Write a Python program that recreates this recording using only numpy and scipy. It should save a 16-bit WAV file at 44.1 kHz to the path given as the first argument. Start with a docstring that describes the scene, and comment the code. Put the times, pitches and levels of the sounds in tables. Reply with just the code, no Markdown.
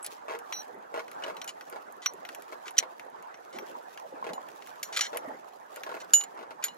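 """A folding steel anchor and its shackle clink, scrape and tick in someone's hands on a small boat's bow:
each contact excites the normal modes of the steel. The deck creaks by stick-slip friction as the boat
rolls, waves lap at the hull and trap air that rings as bubbles, sleeves and rope rustle, and open water
washes all round. The sound reaches two widely spaced microphones close by, slightly out of phase."""
import sys
import numpy as np
from scipy import signal
from scipy.fft import rfft, irfft, next_fast_len
from scipy.io import wavfile
from scipy.ndimage import uniform_filter1d, map_coordinates

SR = 44100
rng = np.random.default_rng(int(sys.argv[2]) if len(sys.argv) > 2 else 0)


def to_wav(s):
    """Save 16-bit WAV."""
    ch = np.atleast_2d(s).T  # columns
    pcm = np.round(np.clip(ch, -1, 1) * 32767)  # PCM
    wavfile.write(sys.argv[1], SR, pcm.astype(np.int16))


N = 298557

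# Swell of the open water. Each row: time in seconds, relative level in dB.
SWELL_LEVELS = [(0.0, -55), (0.56, -55.5), (0.79, -57.5), (1.32, -51), (1.45, -55), (1.96, -56),
                (3.34, -56), (3.66, -54), (3.94, -57.5), (4.22, -54), (4.66, -58), (5.13, -51.5),
                (5.51, -58), (5.64, -56.5), (6.01, -55), (6.77, -57)]
# Steel striking steel. Each row: start in seconds, clack level in dB, clack pitch ratio, clack t60 in
# seconds, ring level in dB, nominal ring t60 in seconds, ring tilt in dB per octave, parts struck.
IMPACTS = [(0.0274, -53, 2, 0.026, -42, .19, -5, "link"), (.045, -43, 1.3, 0.047, -39.5, 0.047, 7, "link"),
           (0.0625, -34, 2.4, 0.027, -36, 0.031, 3, "link"),
           (.524, -32.5, 0.78, 0.034, -36.5, 0.83, -3.5, "shackle"),
           (1.237, -39, 0.73, 0.038, -46.5, 0.047, -21.5, "anchor shackle"),
           (1.4154, -37.5, 0.88, 0.034, -43, 0.088, 0, "shackle"),
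           (1.476, -40, 1.44, 0.069, -36, 0.089, -3.5, "anchor"),
           (1.4905, -40.5, 1.3, 0.063, -36.5, 0.048, -10, "anchor"),
           (2.0595, -23, 0.82, 0.023, -19, 0.073, 0.5, "shackle"),
           (2.7812, -23.5, 1.6, 0.013, -9, 0.043, 0.5, "shackle"),
           (2.786, -23.5, 1.45, 0.034, -12.5, 0.026, -7, "anchor shackle"),
           (4.333, -42, 1.05, .018, -45.5, .15, -2.5, "anchor"),
           (4.8292, -31.5, 1.25, 0.042, -37, 0.12, 8, "anchor shackle"),
           (4.971, -24, 1.1, 0.031, -28, 0.063, 2, "anchor"),
           (4.991, -27.5, 0.93, 0.024, -36, 0.064, 0.5, "anchor shackle"),
           (5.0084, -21.5, 1.08, 0.036, -27.5, 0.15, -6, "anchor shackle"),
           (6.1353, -23, 1.09, 0.0036, -8, 0.2, -1, "anchor"),
           (6.139, -22.5, 2.9, 0.0061, -41, .05, 0.5, "anchor"),
           (6.2092, -38.5, 0.91, 0.029, -30, .096, -5.5, "anchor"),
           (6.237, -46, 1.03, 0.043, -29, 0.037, 0, "anchor"),
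           (6.6394, -30, 0.93, 0.023, -17.5, 0.055, 8.5, "anchor"),
           (6.644, -38, 1.03, 0.11, -26, 0.091, 13, "anchor"),
           (6.6822, -44, 1.2, 0.017, -49.5, 0.14, -12, "anchor")]
# Steel sliding on steel. Each row: start in seconds, length in seconds, level in dB.
SLIDES = [(0.054, 0.022, -49.5), (2.019, 0.043, -48), (2.656, 0.036, -51.5), (2.768, 0.038, -43),
          (3.527, 0.044, -53.5), (4.926, 0.029, -41.5), (4.963, 0.016, -34.5), (5.011, 0.057, -41),
          (6, 0.019, -49), (6.625, 0.0076, -44.5)]
# Waves at the hull. Each row: crest time in seconds, rise time in seconds, level in dB.
WAVE_CRESTS = [(0.079, 0.0085, -44), (.755, 0.029, -48.5), (.98, 0.04, -53), (1.275, 0.068, -51),
               (1.76, 0.031, -53.5), (2.2, 0.073, -53.5), (2.82, 0.017, -52), (3.575, 0.041, -49.5),
               (4.14, 0.024, -52), (4.29, 0.054, -43.5), (5.165, 0.03, -46.5), (5.29, 0.037, -43.5),
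               (5.886, 0.11, -51), (6.41, 0.093, -54.5)]
# Large air pockets. Each row: start in seconds, level in dB, starting frequency in Hz.
AIR_POCKETS = [(.749, -35.5, 393), (0.771, -45.5, 204), (2.14, -35, 407), (3.546, -34.5, 350),
               (3.562, -40, 243), (3.625, -32, 395), (4.125, -30, 500), (4.137, -37.5, 285),
               (4.226, -18, 1004), (4.301, -39, 181), (4.38, -20, 1000), (5.251, -27.5, 597),
               (5.275, -34, 263), (5.294, -28.5, 608)]
# Rubs of sleeves and rope. Each row: middle in seconds, half length in seconds, level in dB.
HAND_STROKES = [(0.14, 0.051, -60), (0.562, 0.087, -59), (1.2, 0.18, -67), (1.717, 0.12, -70),
                (2.504, .35, -69), (3.813, 0.31, -64), (4.836, 0.37, -62.5), (5.85, 0.34, -65.5)]
# Runs of deck slips. Each row: start in seconds, length in seconds, level in dB, slips per second.
SLIP_RUNS = [(0.283, .075, -28, 74), (0.942, .066, -27.5, 58), (1.224, .085, -30, 53),
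             (1.726, .048, -33.5, 31), (2.524, .012, -31.5, 40), (2.827, .012, -28, 40),
             (4.243, .06, -30, 42), (5.131, .037, -31, 68), (5.77, .012, -33.5, 40), (5.865, .106, -30, 39),
             (6.375, .06, -36, 58), (6.508, .012, -33, 40)]
# Light touches of the fittings. Each row: start in seconds, level in dB, treble gain in dB.
TOUCHES = [(0.389, -49.5, -1), (1.0807, -45, -16), (1.115, -46, -6), (1.368, -43, -14), (1.444, -45, -2.5),
           (1.6098, -41.5, -19), (1.699, -53, 3.5), (1.9236, -63.5, 7), (2.136, -60.5, 7.5),
           (2.2509, -39, -22), (2.29, -37.5, -16), (2.3482, -43, -3), (2.422, -49.5, -4),
           (2.681, -36.5, -22), (2.708, -49.5, -1.5), (2.9959, -40.5, -16.5), (3.2255, -56.5, -3.5),
           (3.3424, -46, -33), (3.5861, -37, -21), (3.975, -41, -18), (4.487, -48.5, -11),
           (4.6222, -46, -32), (4.672, -46, -8.5), (5.172, -33.5, -2.5), (5.7607, -44, -2.5),
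           (5.8346, -36, -17)]

# Modes of the steel. Each row: frequency in Hz, relative level in dB, t60 as a multiple of the contact's.
ANCHOR_MODES = [(2923, -13, .75), (3946, -27, .7), (4067, -27, .45), (5070, -29, .35), (6939, 0, 1),
                (7030, -15, .35), (9087, -20, .7), (10100, -24, .6), (11650, -17, .75), (12120, -27, .75),
                (13950, -25, .5)]
SHACKLE_MODES = [(4016, -9, .6), (5858, 0, 1.1), (5894, -7, 1.1), (9200, -26, .5), (12190, -24, .6),
                 (14510, -15, .55)]
LINK_MODES = [(7940, 6, 0.35), (10600, 3.5, 0.78), (10830, 13.5, 0.36), (11110, -4.5, 0.36)]
FLUKE_MODES = [(1600, -4, 1), (1956, 2.5, 1), (2125, -3, 1.3), (2347, 5, 0.72), (3020, -7, .8),
               (3094, 2, 1), (4150, -4.5, 2.4), (4110, -7.5, 1.2), (5670, -10.5, 0.81)]  # damped by the hand
# Ringing parts. Each row: name, modes, gain in purity per dB, sympathetic level in dB over the clack.
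STEEL_PARTS = [("anchor", ANCHOR_MODES, .024, -19), ("shackle", SHACKLE_MODES, .012, -19),
               ("link", LINK_MODES, .012, -28)]
# Resonances of the deck panel. Each row: frequency in Hz, bandwidth in Hz, gain in dB.
DECK_MODES = [(500, 10, 16.5), (680, 118, 9.5), (924, 140, 7.5), (1350, 190, 2), (2050, 96, -1),
              (3470, 900, -50.5), (7000, 6900, -58.5)]

# Spectral envelopes. Each row: frequency in Hz, relative level in dB.
WASH_SPECTRUM = [(15, -70.5), (25, -45), (185, -13), (249, -8), (285, -7), (384, -2.5), (591, -1.5),
                 (714, -1), (887, 0.5), (1740, -6.5), (2160, -15), (2910, -22), (5280, -29.5),
                 (6920, -29.5), (16000, -48)]
CLACK_SPECTRUM = [(100, -26.5), (600, -45), (1300, 7), (2600, 0), (3500, 4), (4400, 2.5), (7000, -5),
                  (8500, -7.5), (12000, -19), (16000, -26.5)]
SLOSH_SPECTRUM = [(29, -65), (50, -32), (261, -6.5), (555, -3), (877, -4.5), (967, -18.5), (1460, -36.5),
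                  (1890, -13.5), (2500, -33.5), (3250, -64), (5500, -120)]
CLOTH_SPECTRUM = [(1200, -21.5), (2500, 5), (4500, 0), (7000, -0.5), (9500, -10.5), (11500, 0),
                  (13500, -10.5), (15500, -5)]
TICK_BODY_SPECTRUM = [(200, -47), (1200, 2), (2200, 5.5), (4000, -7), (7000, -14.5), (16000, -53)]
TICK_TREBLE_SPECTRUM = [(200, -32), (3000, -45.5), (6500, -8), (9500, -11.5), (11500, 0), (16000, -23)]
DECK_RADIATION = [(60, -18.5), (170, -19.5), (330, -2), (16000, -16)]  # a small panel radiates little bass

# Stereo width of the noises. Each row: frequency in Hz, side minus mid level in dB.
DIFFUSE_WIDTH = [(60, -2.5), (110, -3.5), (200, -4), (380, 0.5), (700, 9.5), (1290, 4.5), (2380, -2),
                 (4400, -0.5), (8120, 0), (15000, 0.5)]
SLOSH_WIDTH = [(100, -10), (300, -5.5), (700, -0.5), (1300, 3), (2400, -3), (5000, -1), (8000, -2),
               (13000, 3)]
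# Balance of the steel. Each row: frequency in Hz, left minus right level in dB.
STEEL_BALANCE = [(300, -10.5), (1200, 0.5), (2600, 3.5), (4500, -1), (6500, -3), (12000, 1)]
# Phase difference of sounds made at the hands. Each row: frequency in Hz, lead of the left in radians.
HAND_PHASE = [(100, .6), (700, 2.6), (1300, 1.5), (2400, 1.46), (5000, 1.24), (7000, 1.08), (12000, 1.6)]


def amp(db):
    """Convert decibels to an amplitude ratio."""
    return 10 ** (np.asarray(db) / 20)


def unit_rms(x):
    """Normalise to rms 1."""
    return x / np.sqrt(np.mean(x ** 2) + 1e-20)


def unit_blow(x):
    """Normalise a transient to rms 1 over its loudest 4 ms."""
    return x / np.sqrt(uniform_filter1d(x ** 2, size=SR // 250, mode="constant").max() + 1e-20)


def curve_at(points, hz):
    """Interpolate (Hz, value) points on a logarithmic frequency axis."""
    freqs, values = np.transpose(points)
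    return np.interp(np.log(hz + 1), np.log(freqs + 1), values)


def wobble(rate):
    """Smooth random modulation with `rate` knots a second."""
    return map_coordinates(rng.standard_normal(int(N * rate / SR) + 4), [np.arange(N) * rate / SR])


def filtered(x, response):
    """Linear filtering: multiply the spectrum by a complex frequency response."""
    n = x.shape[-1]
    padded = next_fast_len(n + 4096)
    return irfft(rfft(x, padded) * response(np.fft.rfftfreq(padded, 1 / SR)), padded)[..., :n]


def coloured(x, spectrum, size=1024):
    """A minimum-phase filter is causal, so it shapes the spectrum and keeps attacks sharp."""
    cepstrum = irfft(np.log(amp(curve_at(spectrum, np.fft.rfftfreq(size, 1 / SR)))))
    cepstrum[1:size // 2] *= 2
    cepstrum[size // 2 + 1:] = 0
    return signal.fftconvolve(x, irfft(np.exp(rfft(cepstrum))))[:len(x)]


def add(track, start_s, x):
    """Superpose x on the track from start_s."""
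    i = max(round(start_s * SR), 0)
    track[i:i + len(x)] += x[:max(len(track) - i, 0)]


def decay(t, t60):
    """Free decay is exponential, falling 60 dB in t60 seconds."""
    return np.exp(-np.log(1000) * t / max(t60, 1e-3))


def burst(t, t60):
    """Broadband excitation: white noise in exponential decay."""
    return rng.standard_normal(len(t)) * decay(t, t60)


def ring(modes, t, t60, scatter_db, tilt_db=0):
    """Modal superposition: damped sines, the weaker ones varying in level from blow to blow."""
    out = np.zeros(len(t))
    for hz, db, share in modes:
        db = db + scatter_db * rng.normal() * np.clip(-db / 10, 0, 1) + tilt_db * np.log2(hz / 6500)
        out += amp(db) * decay(t, t60 * share) * np.sin(2 * np.pi * (hz * t + rng.random()))
    return out


def stereo_noise(spectrum, width, patchy_db):
    """Partly coherent noise from mid and side, its gain varying in patches of time and frequency."""
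    cells = signal.stft(rng.standard_normal((2, N)), nperseg=512)[2]
    patches = uniform_filter1d(rng.standard_normal(cells.shape[1:]), size=3, axis=0)
    patches = uniform_filter1d(patches, size=5, axis=1)
    pair = signal.istft(cells * amp(patchy_db * unit_rms(patches)), nperseg=512)[1][:, :N]
    mid = filtered(pair[0], lambda hz: amp(curve_at(spectrum, hz)))
    side = filtered(pair[1], lambda hz: amp(curve_at(spectrum, hz) + curve_at(width, hz)))
    return np.array([mid + side, mid - side]) / np.std(mid)


def from_hands(hz):
    """Phase lead in radians of the left microphone for a source at the hands."""
    return curve_at(HAND_PHASE, hz)


def on_board(x, left_lead, echo_db, echo_t60):
    """Path difference shifts the phase between the microphones; deck and gunwales scatter a brief echo."""
    t = np.arange(SR // 10) / SR
    reflections = [unit_rms(burst(t, echo_t60) * (t > .0035)) / np.sqrt(len(t)) for _ in range(2)]
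    echo = amp(echo_db) * signal.fftconvolve(x[None], np.array(reflections), axes=1)[:, :N]
    return echo + filtered(x, lambda hz: np.exp(.5j * np.outer([1, -1], left_lead(hz))))


def open_water():
    """The sea is a diffuse noise source, amplitude-modulated by swell and ripple; swells lean left."""
    swell_db = np.interp(np.arange(N) / SR, *np.transpose(SWELL_LEVELS))
    pan_db = -3.5 + .6 * (swell_db - swell_db.mean())  # left minus right
    ripple_db = 1.4 * wobble(rate=25)
    wash = stereo_noise(WASH_SPECTRUM, DIFFUSE_WIDTH, patchy_db=3.5)
    return amp(swell_db + 2 + ripple_db) * amp([pan_db / 2, -pan_db / 2]) * wash


def clinks(free_t60=.1, choke_after_s=.096):
    """Impact excitation: the flukes clack, and anchor, shackle or link ring, each ring cut short about 0.1 s
    after the blow."""
    clacks, rings, t = np.zeros(N), np.zeros(N), np.arange(SR // 4) / SR
    attack = 1 - np.exp(-t / .00074)
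    choke = attack * decay(np.maximum(t - choke_after_s, 0), t60=.014)
    for start, clack_db, pitch, clack_t60, ring_db, ring_t60, tilt_db, struck in IMPACTS:
        contact = attack * (burst(t, clack_t60) + amp(-35.5) * burst(t, t60=.11))
        clack = coloured(contact, [(hz * pitch, db) for hz, db in CLACK_SPECTRUM])
        add(clacks, start, amp(clack_db) * unit_blow(clack))
        flukes = ring(FLUKE_MODES, t, 1.7 * clack_t60, scatter_db=2.2, tilt_db=6.5 * np.log2(pitch))
        add(rings, start, amp(clack_db - 12) * attack * flukes)
        # Steel pressed on steel rings shorter and sharper than a free part.
        pressed = max(1 - ring_t60 / free_t60, 0)
        sharpening = 1 + .009 * pressed
        for name, modes, purity_per_db, sympathy_db in STEEL_PARTS:
            # A part that is not struck rings faintly in sympathy.
            db, t60 = (ring_db, ring_t60) if name in struck else (clack_db + sympathy_db, .06)
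            # A square blow sings on the main mode; a glancing one spreads over them all.
            purity = np.clip(1 + purity_per_db * (db + 16.5) - .071 * pressed, .18, 1)
            excited = [(hz * sharpening, level * purity, share) for hz, level, share in modes]
            add(rings, start, amp(db) * choke * ring(excited, t, t60, scatter_db=.67, tilt_db=tilt_db))
    rings = on_board(rings, from_hands, echo_db=-20, echo_t60=.04)
    return rings + on_board(clacks, from_hands, echo_db=-15.5, echo_t60=.0063)


def scrapes():
    """Forced vibration: sliding steel catches in tiny uneven slips that keep driving its modes."""
    out, t = np.zeros(N), np.arange(SR // 10) / SR
    for start, length, db in SLIDES:
        friction = rng.standard_normal(len(t)) * np.exp(.7 * rng.standard_normal(len(t)))
        friction *= decay(np.maximum(t - length, 0), t60=.03)
        anchor = ring(ANCHOR_MODES, t, t60=.035, scatter_db=4)
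        shackle = .6 * ring(SHACKLE_MODES, t, t60=.035, scatter_db=3)
        flukes = ring(FLUKE_MODES, t, t60=.03, scatter_db=2)
        ringing = unit_blow(signal.fftconvolve(friction, anchor + shackle + flukes)[:len(t)])
        rasp = unit_blow(coloured(friction, CLACK_SPECTRUM))
        add(out, start, amp(db) * (amp(2) * rasp + amp(1) * ringing))
    return on_board(out, from_hands, echo_db=-14, echo_t60=.044)


def bubble(hz, cycles, rise):
    """An air pocket is a damped oscillator; its frequency climbs by the fraction `rise` as it rings."""
    age = np.arange(int(SR * cycles / hz) + 2) * hz / (SR * cycles)  # 0 to 1
    phase = 2 * np.pi * cycles * (age + rise * age ** 2 / 2)
    return np.sin(phase) * (1 - np.exp(-age * cycles)) * np.exp(-5.5 * age)


def hull_waves(bubble_count=900, fall_over_rise=1.98, calm_db=-65, right_lead_s=.00038):
    """Air entrainment: each wave sloshes up the hull and drains away, trapping bubbles that resonate."""
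    t = np.arange(N) / SR
    lapping = np.full(N, amp(calm_db))
    for crest, rise, db in WAVE_CRESTS:
        age = (t - crest) / rise
        lapping += amp(db) * np.exp(-np.where(age < 0, age ** 2, age / fall_over_rise))
    slosh = amp(-1.5) * lapping * stereo_noise(SLOSH_SPECTRUM, SLOSH_WIDTH, patchy_db=5)
    bubbles = np.zeros(N)
    for when, pitch, size in rng.random((bubble_count, 3)):
        gain = amp(-13.5 + 8.2 * size ** 2) * lapping[int(when * N)]
        add(bubbles, when * N / SR, gain * bubble(200 * 7 ** pitch, cycles=6.7, rise=.15))
    for start, db, hz in AIR_POCKETS:
        add(bubbles, start, amp(db) * bubble(hz, cycles=16.6, rise=.12))
    gurgle = on_board(bubbles, lambda hz: -2 * np.pi * hz * right_lead_s, echo_db=-11.5, echo_t60=.026)
    # Small waves carry little deep bass.
    water = filtered(slosh + gurgle, lambda hz: hz ** 4 / (hz ** 4 + 100 ** 4))
    return water * amp([[-.8], [.8]])  # a little louder on the right


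def rustle(speck_count=220, resting_db=-73.5):
    """Friction noise of sleeves and rope swells with each stroke of the hands, among dry specks of sound."""
    t = np.arange(N) / SR
    strokes = sum(amp(db) * np.exp(-((t - middle) / half) ** 2) for middle, half, db in HAND_STROKES)
    flicker = unit_rms(amp(3 * wobble(rate=45) + 4.5 * wobble(rate=700)))
    hiss = stereo_noise(CLOTH_SPECTRUM, DIFFUSE_WIDTH, patchy_db=2.5)
    cloth = (amp(resting_db) + strokes) * flicker * hiss
    specks = np.zeros(N)
    for when, size in rng.random((speck_count, 2)):
        specks[int(when * N)] = amp(-46.5 + 17 * size ** 4)
    return cloth + on_board(coloured(specks, TICK_TREBLE_SPECTRUM), from_hands, echo_db=-6.5, echo_t60=.02)


def deck_slip(t):
    """One slip knocks and rubs the deck panel, exciting its resonances at a slightly random pitch."""
    force = amp(-19.5) * burst(t, t60=.03) + amp(-26.5) * burst(t, t60=.098)
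    force[0] = 1  # the knock
    detune = 1 + .041 * rng.normal()
    panel = lambda hz: sum(amp(db) * 1j * hz * width / ((centre * detune) ** 2 - hz ** 2 + 1j * hz * width)
                           for centre, width, db in DECK_MODES)
    return unit_blow(filtered(force, panel))


def creaks(jitter_s=.0013, scatter_db=1, left_lead_s=.00043):
    """Stick-slip friction: the deck catches and lets go at a nearly even rate while each load lasts."""
    slips, t = np.zeros(N), np.arange(SR // 8) / SR
    for start, length, db, rate in SLIP_RUNS:
        for age in np.arange(0, length, 1 / rate):
            late_s, extra_db = rng.standard_normal(2) * [jitter_s, scatter_db]
            add(slips, start + age + late_s * (age > 0), amp(db + extra_db) * deck_slip(t))
    radiated = coloured(slips, DECK_RADIATION)
    return on_board(radiated, lambda hz: 2 * np.pi * hz * left_lead_s, echo_db=-.5, echo_t60=.053)


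def ticks():
    """A light impact gives a dry contact click and only weakly excites the modes of the steel."""
    out, t = np.zeros(N), np.arange(SR // 8) / SR
    for start, db, treble_db in TOUCHES:
        body = unit_blow(coloured(burst(t, t60=.026), TICK_BODY_SPECTRUM))
        treble = amp(3.5) * unit_blow(coloured(burst(t, t60=.008), TICK_TREBLE_SPECTRUM))
        anchor = amp(-9) * ring(ANCHOR_MODES, t, t60=.066, scatter_db=5.5)
        shackle = amp(-19.5 + 3 * rng.normal()) * ring(SHACKLE_MODES, t, t60=.13, scatter_db=7.5)
        add(out, start, amp(db) * (body + shackle + amp(treble_db) * (treble + anchor)))
    return on_board(out, from_hands, echo_db=-10.5, echo_t60=.055)


def scene():
    """Superposition of the sources: the steel, too small to radiate bass, over the boat and the sea."""
    balance = lambda hz: amp(np.outer([.5, -.5], curve_at(STEEL_BALANCE, hz)))
    steel = filtered(clinks() + ticks() + scrapes(), lambda hz: balance(hz) * hz ** 2 / (hz ** 2 + 250 ** 2))
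    return steel + creaks() + open_water() + hull_waves() + rustle()


def record(dry):
    """Band limiting: a steep low-pass filter removes the treble above 15.8 kHz."""
    return filtered(dry, lambda hz: 1 / (1 + (hz / 15800) ** 120))


dry = scene()
out = record(dry)
to_wav(out)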